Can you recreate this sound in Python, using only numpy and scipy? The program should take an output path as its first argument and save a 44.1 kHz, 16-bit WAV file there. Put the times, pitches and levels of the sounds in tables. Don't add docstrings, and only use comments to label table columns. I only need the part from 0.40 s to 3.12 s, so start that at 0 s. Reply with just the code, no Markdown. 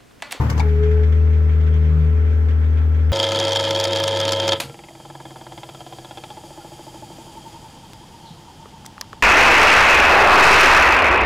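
import sys
import numpy as np
from scipy import signal
from scipy.fft import rfft, irfft, next_fast_len
from scipy.io import wavfile
from scipy.ndimage import uniform_filter1d, map_coordinates

SR = 44100
rng = np.random.default_rng(int(sys.argv[2]) if len(sys.argv) > 2 else 0)


def master_out(mix):
    frames = np.transpose(np.atleast_2d(mix))
    ceiling = np.clip(frames, -1, 1)
    pcm = np.round(ceiling * 32767).astype(np.int16)
    wavfile.write(sys.argv[1], SR, pcm)


def to_linear_factor(level_db):
    exponent = np.asarray(level_db, float) / 20
    return 10 ** exponent


N = 119952
TIME = np.arange(N) / SR

CONTACT_TIMES = [.001, .011, .020, .036, .058, .0992, .114, .125, .168, .177, .1952, .202]
# [ring level/dB, scrape level/dB, scrape length/s, dull share 0-1]
CONTACTS = [(-24.5, -53.5, 0.011, 0.3), (-27.5, -67.5, 0.011, 0.7), (-26, -52.5, .01, .8),
            (-28.5, -59.5, 0.011, 0.7), (-36, -65, 0.0082, 0.5), (-34, -30, 0.02, 0), (-25, -46, 0.036, .6),
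            (-40, -46, 0.023, 0.3), (-43, -46, 0.022, 0.7), (-24.5, -37, 0.03, 1), (-45, -34.5, 0.013, 1),
            (-30.5, -38.5, 0.017, 1)]
# [f/Hz, level/dB, time to fall 60 dB/s]
PIPE_MODES = [(450, -2, .07), (640, -12, .05), (890, -4, .05), (1000, -1, .05), (1150, -7, .05),
              (1500, -12, .04), (2100, -14, .03)]
# [f/Hz, level/dB per Hz]
BRIGHT_SCRAPE = [(800, -6), (2000, -3), (3300, -8), (4400, 0), (6300, -2), (9000, -6), (13000, -16),
                 (16000, -22)]
DULL_SCRAPE = [(800, -19.5), (2000, -0.5), (3700, -5), (5400, -4), (7400, -5), (8500, -10), (12000, -21.5),
               (16000, -33.5)]
# [f/Hz, level/dB, time to fall 60 dB/s, left-right level/dB, left lead/rad]
LIP_MODES = [(456, -32, 0.065, 4, -4.8), (1110, -33.5, 0.064, 10, 1.5), (1486, -31.5, 0.048, 3, 0),
             (2140, -32, 0.037, -3, -2), (2890, -34, .04, -4, 3.5), (4400, -43.5, 0.046, 0, -1.5),
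             (5330, -41, 0.068, 5, 0.5), (6160, -39, 0.054, 1, -1)]
SEAT_MODES = [(806, -22, .06, 13, -0.6), (972, -26.5, 0.05, 6, 0.52), (842, -38.5, 0.51, 10.5, .1),
              (435, -30.5, 0.038, 4, 0.9), (1658, -37.5, 0.2, 5, 1.5), (4700, -35.5, 0.042, 6, 0.3),
              (5390, -42, .04, 0, -.6), (4120, -37, 0.062, 2, 1), (3400, -37, 0.022, 3, -0.74),
              (2830, -37.5, 0.05, -4, -0.86)]
CLANK_MODES = [(2280, -20, 0.03, 3.5, -0.31), (2453, -34.5, .06, -10, -0.78), (869, -25, .07, 9.5, 0.23),
               (3653, -36, .06, 4, .5), (5860, -51, .06, -1, .5)]
# [f/Hz, level/dB, time to fall 60 dB/s]
BOOM_MODES = [(110.7, -19, 1.8), (130, -19.5, .8), (199, -34, 2), (300, -37, 3), (420, -36, .5),
              (740, -39, .6), (895, -34, .4), (1050, -35, .45)]
# [f/Hz, level/dB per Hz]
GRIND_COLOUR = [(80, -28.5), (200, 0.5), (500, -12), (1000, -8), (1800, -13), (3500, -28.5), (7000, -33.5),
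                (16000, -44.5)]
HISS_COLOUR = [(2000, -39), (4500, -1), (6300, -1.5), (9000, -3.5), (13000, -8), (16000, -4)]
# [t/s, shaft speed f/Hz, level/dB]
ENGINE = [(0.0, 36.73, -19), (0.12, 37.98, -23.5), (0.18, 38.5, -16), (0.24, 38.77, -15.5),
          (0.3, 38.6, -14.5), (0.36, 38.28, -15.5), (0.42, 38.24, -15.5), (0.48, 38.43, -15.5),
          (0.54, 38.83, -14), (0.6, 38.65, -14), (0.72, 38.93, -13), (0.84, 39.08, -13), (1.08, 38.89, -14),
          (1.44, 39.1, -14), (1.8, 38.9, -14.5), (2.04, 38.95, -15), (2.34, 39.03, -15), (2.72, 39, -15)]
# [t/s, level/dB, lead/turns]
WALL_DRUM = [(0, -29.5, 0.014), (.25, -30.5, 0.26), (.42, -28.5, 0.074), (.6, -33, 0.26), (.85, -34, 0.37),
             (1.05, -33.5, 0.38), (1.4, -28.5, 0.34), (1.6, -21.5, 0.18), (1.68, -26, 0.034),
             (1.76, -37.5, .05), (1.95, -41, 0.19), (2.3, -38.5, 0.36), (2.72, -37, .35)]
# [t/s, level/dB]
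GEAR_WHINE = [(0, -57), (.17, -48), (.21, -38.5), (.25, -28), (.31, -28.5), (.37, -27), (.44, -20.5),
              (.53, -24), (.62, -25.5), (.69, -38), (.78, -34.5), (1.14, -38.5), (1.44, -36.5),
              (1.58, -39.5), (1.75, -36), (2.05, -40), (2.2, -45.5), (2.72, -45)]
# [t/s, lead/turns]
GEAR_SLIP = [
    (.25, .47),
    (.39, .08),
    (.68, .56),
    (2.72, .7),
]
# [multiple, level/dB, left-right level/dB]
SHAFT_TONES = [(1.17, -52, 1), (5.49, -58, 1), (6.49, -52, 1), (7.49, -60, 1), (8, -56, -1), (8.5, -59, 0),
               (9, -57, 3), (10, -51, 1), (12, -53, -1), (13, -55, 0), (15, -59, -7), (19, -62, 4),
               (21, -69, 2), (22, -61, 5), (22.62, -67, 7), (23, -68, 7), (25.5, -69, 6), (26, -67, -1),
               (27, -61, 0), (29.78, -66, 6), (30, -67, 10), (33, -67, -2), (34, -55, 5), (36, -63, 10),
               (39, -66, 0), (40, -65, 0), (43, -66, 0), (55, -69, 0), (66, -71, 0)]
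# [multiple, level/dB]
PISTON_TONES = [(1, -47), (2, -62), (3, -60)]
# [t/s, level over the clatter/dB]
RATTLES = [(0.286, 1.5), (.43, 6), (0.509, 9.5), (0.631, 13), (0.719, 6.5), (.93, 2.5), (1.09, 4),
           (1.199, 6.5), (1.264, 1.5), (1.338, 8.5), (1.446, 2), (1.585, 0.5), (1.659, -2.5), (1.864, -1),
           (2.085, 9.5), (2.241, 5.5), (2.37, 5.5), (2.545, 9), (2.693, 10)]
# [f/Hz, level/dB per Hz]
CLATTER_COLOUR = [(700, -43), (1500, 3.5), (2300, 0), (2800, -10.5), (3250, -3), (4000, -16.5),
                  (7500, -23.5), (16000, -54.5)]
TICK_COLOUR = [(9000, -60), (10600, -3.5), (11800, 2), (13000, -5.5), (14500, -50)]
LOW_RUSH = [(15, -15), (30, -2), (55, -4), (110, 1), (190, -9.5), (320, -10.5), (520, -10.5), (800, -20),
            (1600, -65)]
HIGH_RUSH = [(300, -44.5), (650, -3.5), (950, -2), (1500, 2.5), (2200, -2), (3200, -12.5), (4500, -18.5),
             (8000, -24), (16000, -34)]
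# [f/Hz, likeness -1 to 1]
ALIKE = [(60, .99), (180, .95), (500, .75), (950, 0), (1700, -.1), (4500, -.1), (9000, .2)]
# [f/Hz, left-right level/dB]
LEAN = [(30, 3), (120, -3), (250, 0), (600, 4), (1200, 5.5), (2500, -4), (5000, 2.5), (12000, -2.5)]
# [f/Hz, level/dB]
MIC_COLOUR = [(6500, 0), (8200, -4.5), (9500, -7), (11800, 3), (13500, 0.5), (16000, 2)]

EVEN_DB = .6
FADE = to_linear_factor(-.8 * TIME)


def swing_pipe():
    ring = pipe_knocks()
    slam = pipe_slam()
    out = slam + ring * sides(5.4) + to_linear_factor(-8) * room(ring + slam)
    return out + scrapes() + hopper_boom() * sides(2.9) + grinding() + dust_hiss()


def pipe_knocks():
    out = np.zeros(N)
    t = TIME[:SR // 4]
    for start, (ring_db, _, _, _) in zip(CONTACT_TIMES, CONTACTS):
        modes = np.zeros(len(t))
        for hz, db, t60 in PIPE_MODES:
            level = to_linear_factor(ring_db + db + rng.normal(0, 0.83) - 60 * t / t60)
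            modes += level * np.sin(2 * np.pi * hz * (1 + rng.normal(0, 0.024)) * t)
        i = round(start * SR)
        out[i:i + len(t)] += modes * np.minimum(t / 0.0016, 1)
    return out


def pipe_slam():
    out = np.zeros((2, N))
    t = TIME[:SR // 4]
    blows = [(.0992, LIP_MODES, 0), (.1955, SEAT_MODES, 0), (.2015, CLANK_MODES, 0), (.2175, CLANK_MODES, -13)]
    for start, body, gain_db in blows:
        modes = np.zeros((2, len(t)))
        for hz, db, t60, pan_db, lead in body:
            modes += tone(hz * t - 1 / 4, gain_db + db - 1.5 - 60 * t / t60, pan_db, -lead)
        i = round(start * SR)
        out[:, i:i + len(t)] += modes * np.minimum(t / .0015, 1)
    return out


def scrapes():
    bright, dull = np.zeros(N), np.zeros(N)
    t = TIME[:SR // 4]
    for start, (_, scrape_db, length, dull_share) in zip(CONTACT_TIMES, CONTACTS):
        burst = to_linear_factor(scrape_db - 20 * (t / length) ** 1.7) * np.minimum(t / 0.00094, 1)
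        i = round(start * SR)
        bright[i:i + len(t)] += (1 - dull_share) * burst
        dull[i:i + len(t)] += dull_share * burst
    still = np.ones(N)
    return bright * rush(BRIGHT_SCRAPE, still, EVEN_DB) + dull * rush(DULL_SCRAPE, still, 0.0)


def hopper_boom():
    strike_s, seated_s = -.0414, .21
    boom = np.zeros(N)
    for hz, db, t60 in BOOM_MODES:
        boom += to_linear_factor(db - 60 * TIME / t60 + wobble(23)) * np.sin(2 * np.pi * hz * (TIME - strike_s))
    return boom * to_linear_factor(-60 * np.maximum(TIME - seated_s, 0) / 0.26)


def grinding():
    end_s, t60 = .21, 1
    slide_db = -30.5 - 33 * np.minimum(TIME, end_s)
    fall_db = 60 * np.maximum(TIME - end_s, 0) / t60
    return to_linear_factor(slide_db - fall_db + 2.7 * wobble(83)) * rush(GRIND_COLOUR, np.ones(N), EVEN_DB)


def dust_hiss():
    return to_linear_factor(-54 - 60 * TIME / 1.4) * rush(HISS_COLOUR, np.ones(N), EVEN_DB)


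def room(sound):
    t60 = .13
    tail = rng.standard_normal((2, SR // 4)) * to_linear_factor(-60 * TIME[:SR // 4] / t60)
    return signal.fftconvolve(sound, tail / np.linalg.norm(tail[0]), axes=1)[:, :N]


def engine():
    speed, fire_db = curves(ENGINE)
    turn = np.cumsum(speed) / SR + 0.1889
    beat = 1 + 0.096 * np.cos(4 * np.pi * turn) + 0.064 * np.cos(2 * np.pi * turn)
    out = firing(turn, fire_db) + gear_whine(turn) + shaft_tones(turn) + piston_pump(turn)
    return out + clatter(beat) + injector_ticks(turn) + fan_rush(beat)


def firing(turn, fire_db):
    out = tone(2 * turn, fire_db + 0.056 * wobble(30), 3.25, .055)
    drum_db, lead = curves(WALL_DRUM)
    out += tone(4 * turn + lead, drum_db + 0.2 * wobble(21), 2.5, .1)
    third_db = -39.5 + 6.5 * np.exp(-(TIME / 0.25) ** 2) + 0.35 * wobble(4.5)
    return out + tone(6 * turn + .5 + 0.013 * wobble(3.5), third_db, -.4, 0.36)


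def gear_whine(turn):
    gear = 11 * turn + curves(GEAR_SLIP)[0] + 0.025 * wobble(3.4)
    db = curves(GEAR_WHINE)[0] + 0.3 * wobble(17)
    return tone(gear, db, 3.5, .2) + tone(2 * gear, db - 30, 3.5, .3)


def shaft_tones(turn):
    out = np.zeros((2, N))
    for k, db, pan_db in SHAFT_TONES:
        phase = k * turn + rng.random() + 0.0031 * k * wobble(7.1)
        out += tone(phase, db + 0.5 + 1.5 * np.tanh(wobble(5.26)), pan_db, 0.03 * k)
    return out


def piston_pump(turn):
    out = np.zeros((2, N))
    for k, db in PISTON_TONES:
        phase = k * 7.145 * turn + rng.random() + 0.063 * wobble(6.8)
        out += tone(phase, db + 0.76 * wobble(1.6), 3, 0.24)
    return out


def clatter(beat):
    gain = beat * rattles() * to_linear_factor(1.2 * wobble(22) + 1.4 * wobble(70))
    return FADE * to_linear_factor(-49.5) * rush(CLATTER_COLOUR, gain, -1.5)


def rattles():
    rise_s, t60 = 0.0041, .15
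    table = np.array(RATTLES)
    since = np.maximum(TIME - table[:, :1], 0)
    swells = to_linear_factor(table[:, 1:] - 60 * since / t60) * np.minimum(since / rise_s, 1)
    return 1 + np.sum(swells, axis=0)


def injector_ticks(turn):
    ticks = np.exp(2.5 * (np.cos(4 * np.pi * turn) - 1)) * to_linear_factor(3 * wobble(45))
    return to_linear_factor(-88.5 + 5 * TIME) * rush(TICK_COLOUR, ticks / ticks.std(), 4.0)


def fan_rush(beat):
    low = to_linear_factor(-39.5 + 6 * np.exp(-TIME / 0.3)) * rush(LOW_RUSH, to_linear_factor(.8 * wobble(3.2)), EVEN_DB)
    return low + FADE * to_linear_factor(-43.5) * rush(HIGH_RUSH, beat * to_linear_factor(.3 * wobble(2.4)), 1.97)


def rush(colour, gain, patchy_db):
    z = signal.stft(rng.standard_normal((2, N)) * gain, nperseg=512)[2]
    field = uniform_filter1d(rng.standard_normal(z.shape[1:]), size=6, axis=0)
    field = uniform_filter1d(field, size=8, axis=1)
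    pair = signal.istft(z * to_linear_factor(patchy_db * field / field.std()), nperseg=512)[1][:, :N]
    m = next_fast_len(N + 8192)
    hz = np.fft.rfftfreq(m, 1 / SR)
    angle = np.arccos(np.clip(along(ALIKE, hz), -1, 1)) / 2
    mid, side = rfft(pair, m) * to_linear_factor(along(colour, hz)) * [np.cos(angle), np.sin(angle)]
    both = irfft(np.array([mid + side, mid - side]) * sides(along(LEAN, hz)), m)[:, :N]
    return both / np.sqrt(np.mean(both ** 2) / np.mean(gain ** 2))


def tone(turns, db, pan_db, lag=0):
    angle = 2 * np.pi * turns - np.array([[.5], [-.5]]) * lag
    return np.sqrt(2) * to_linear_factor(db) * sides(pan_db) * np.cos(angle)


def sides(pan_db):
    return to_linear_factor(np.array([[.5], [-.5]]) * pan_db)


def wobble(rate):
    knots = rng.standard_normal(int(N * 200 / SR) + 4)
    return map_coordinates(knots, [TIME * rate])


def curves(rows):
    s, *cols = np.transpose(rows)
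    return [uniform_filter1d(np.interp(TIME, s, c), size=1500, mode="nearest") for c in cols]


def along(points, hz):
    f, v = np.transpose(points)
    return np.interp(np.log(hz + 1), np.log(f + 1), v)


def scene():
    return swing_pipe() + engine()


def roll_off(x):
    return signal.sosfilt(signal.butter(12, 15830, fs=SR, output="sos"), x)


def record(dry):
    m = next_fast_len(N + 8192)
    colour = to_linear_factor(along(MIC_COLOUR, np.fft.rfftfreq(m, 1 / SR)))
    heard = irfft(rfft(dry, m) * colour, m)[:, :N]
    return roll_off(heard)


dry = scene()
out = record(dry)
master_out(out)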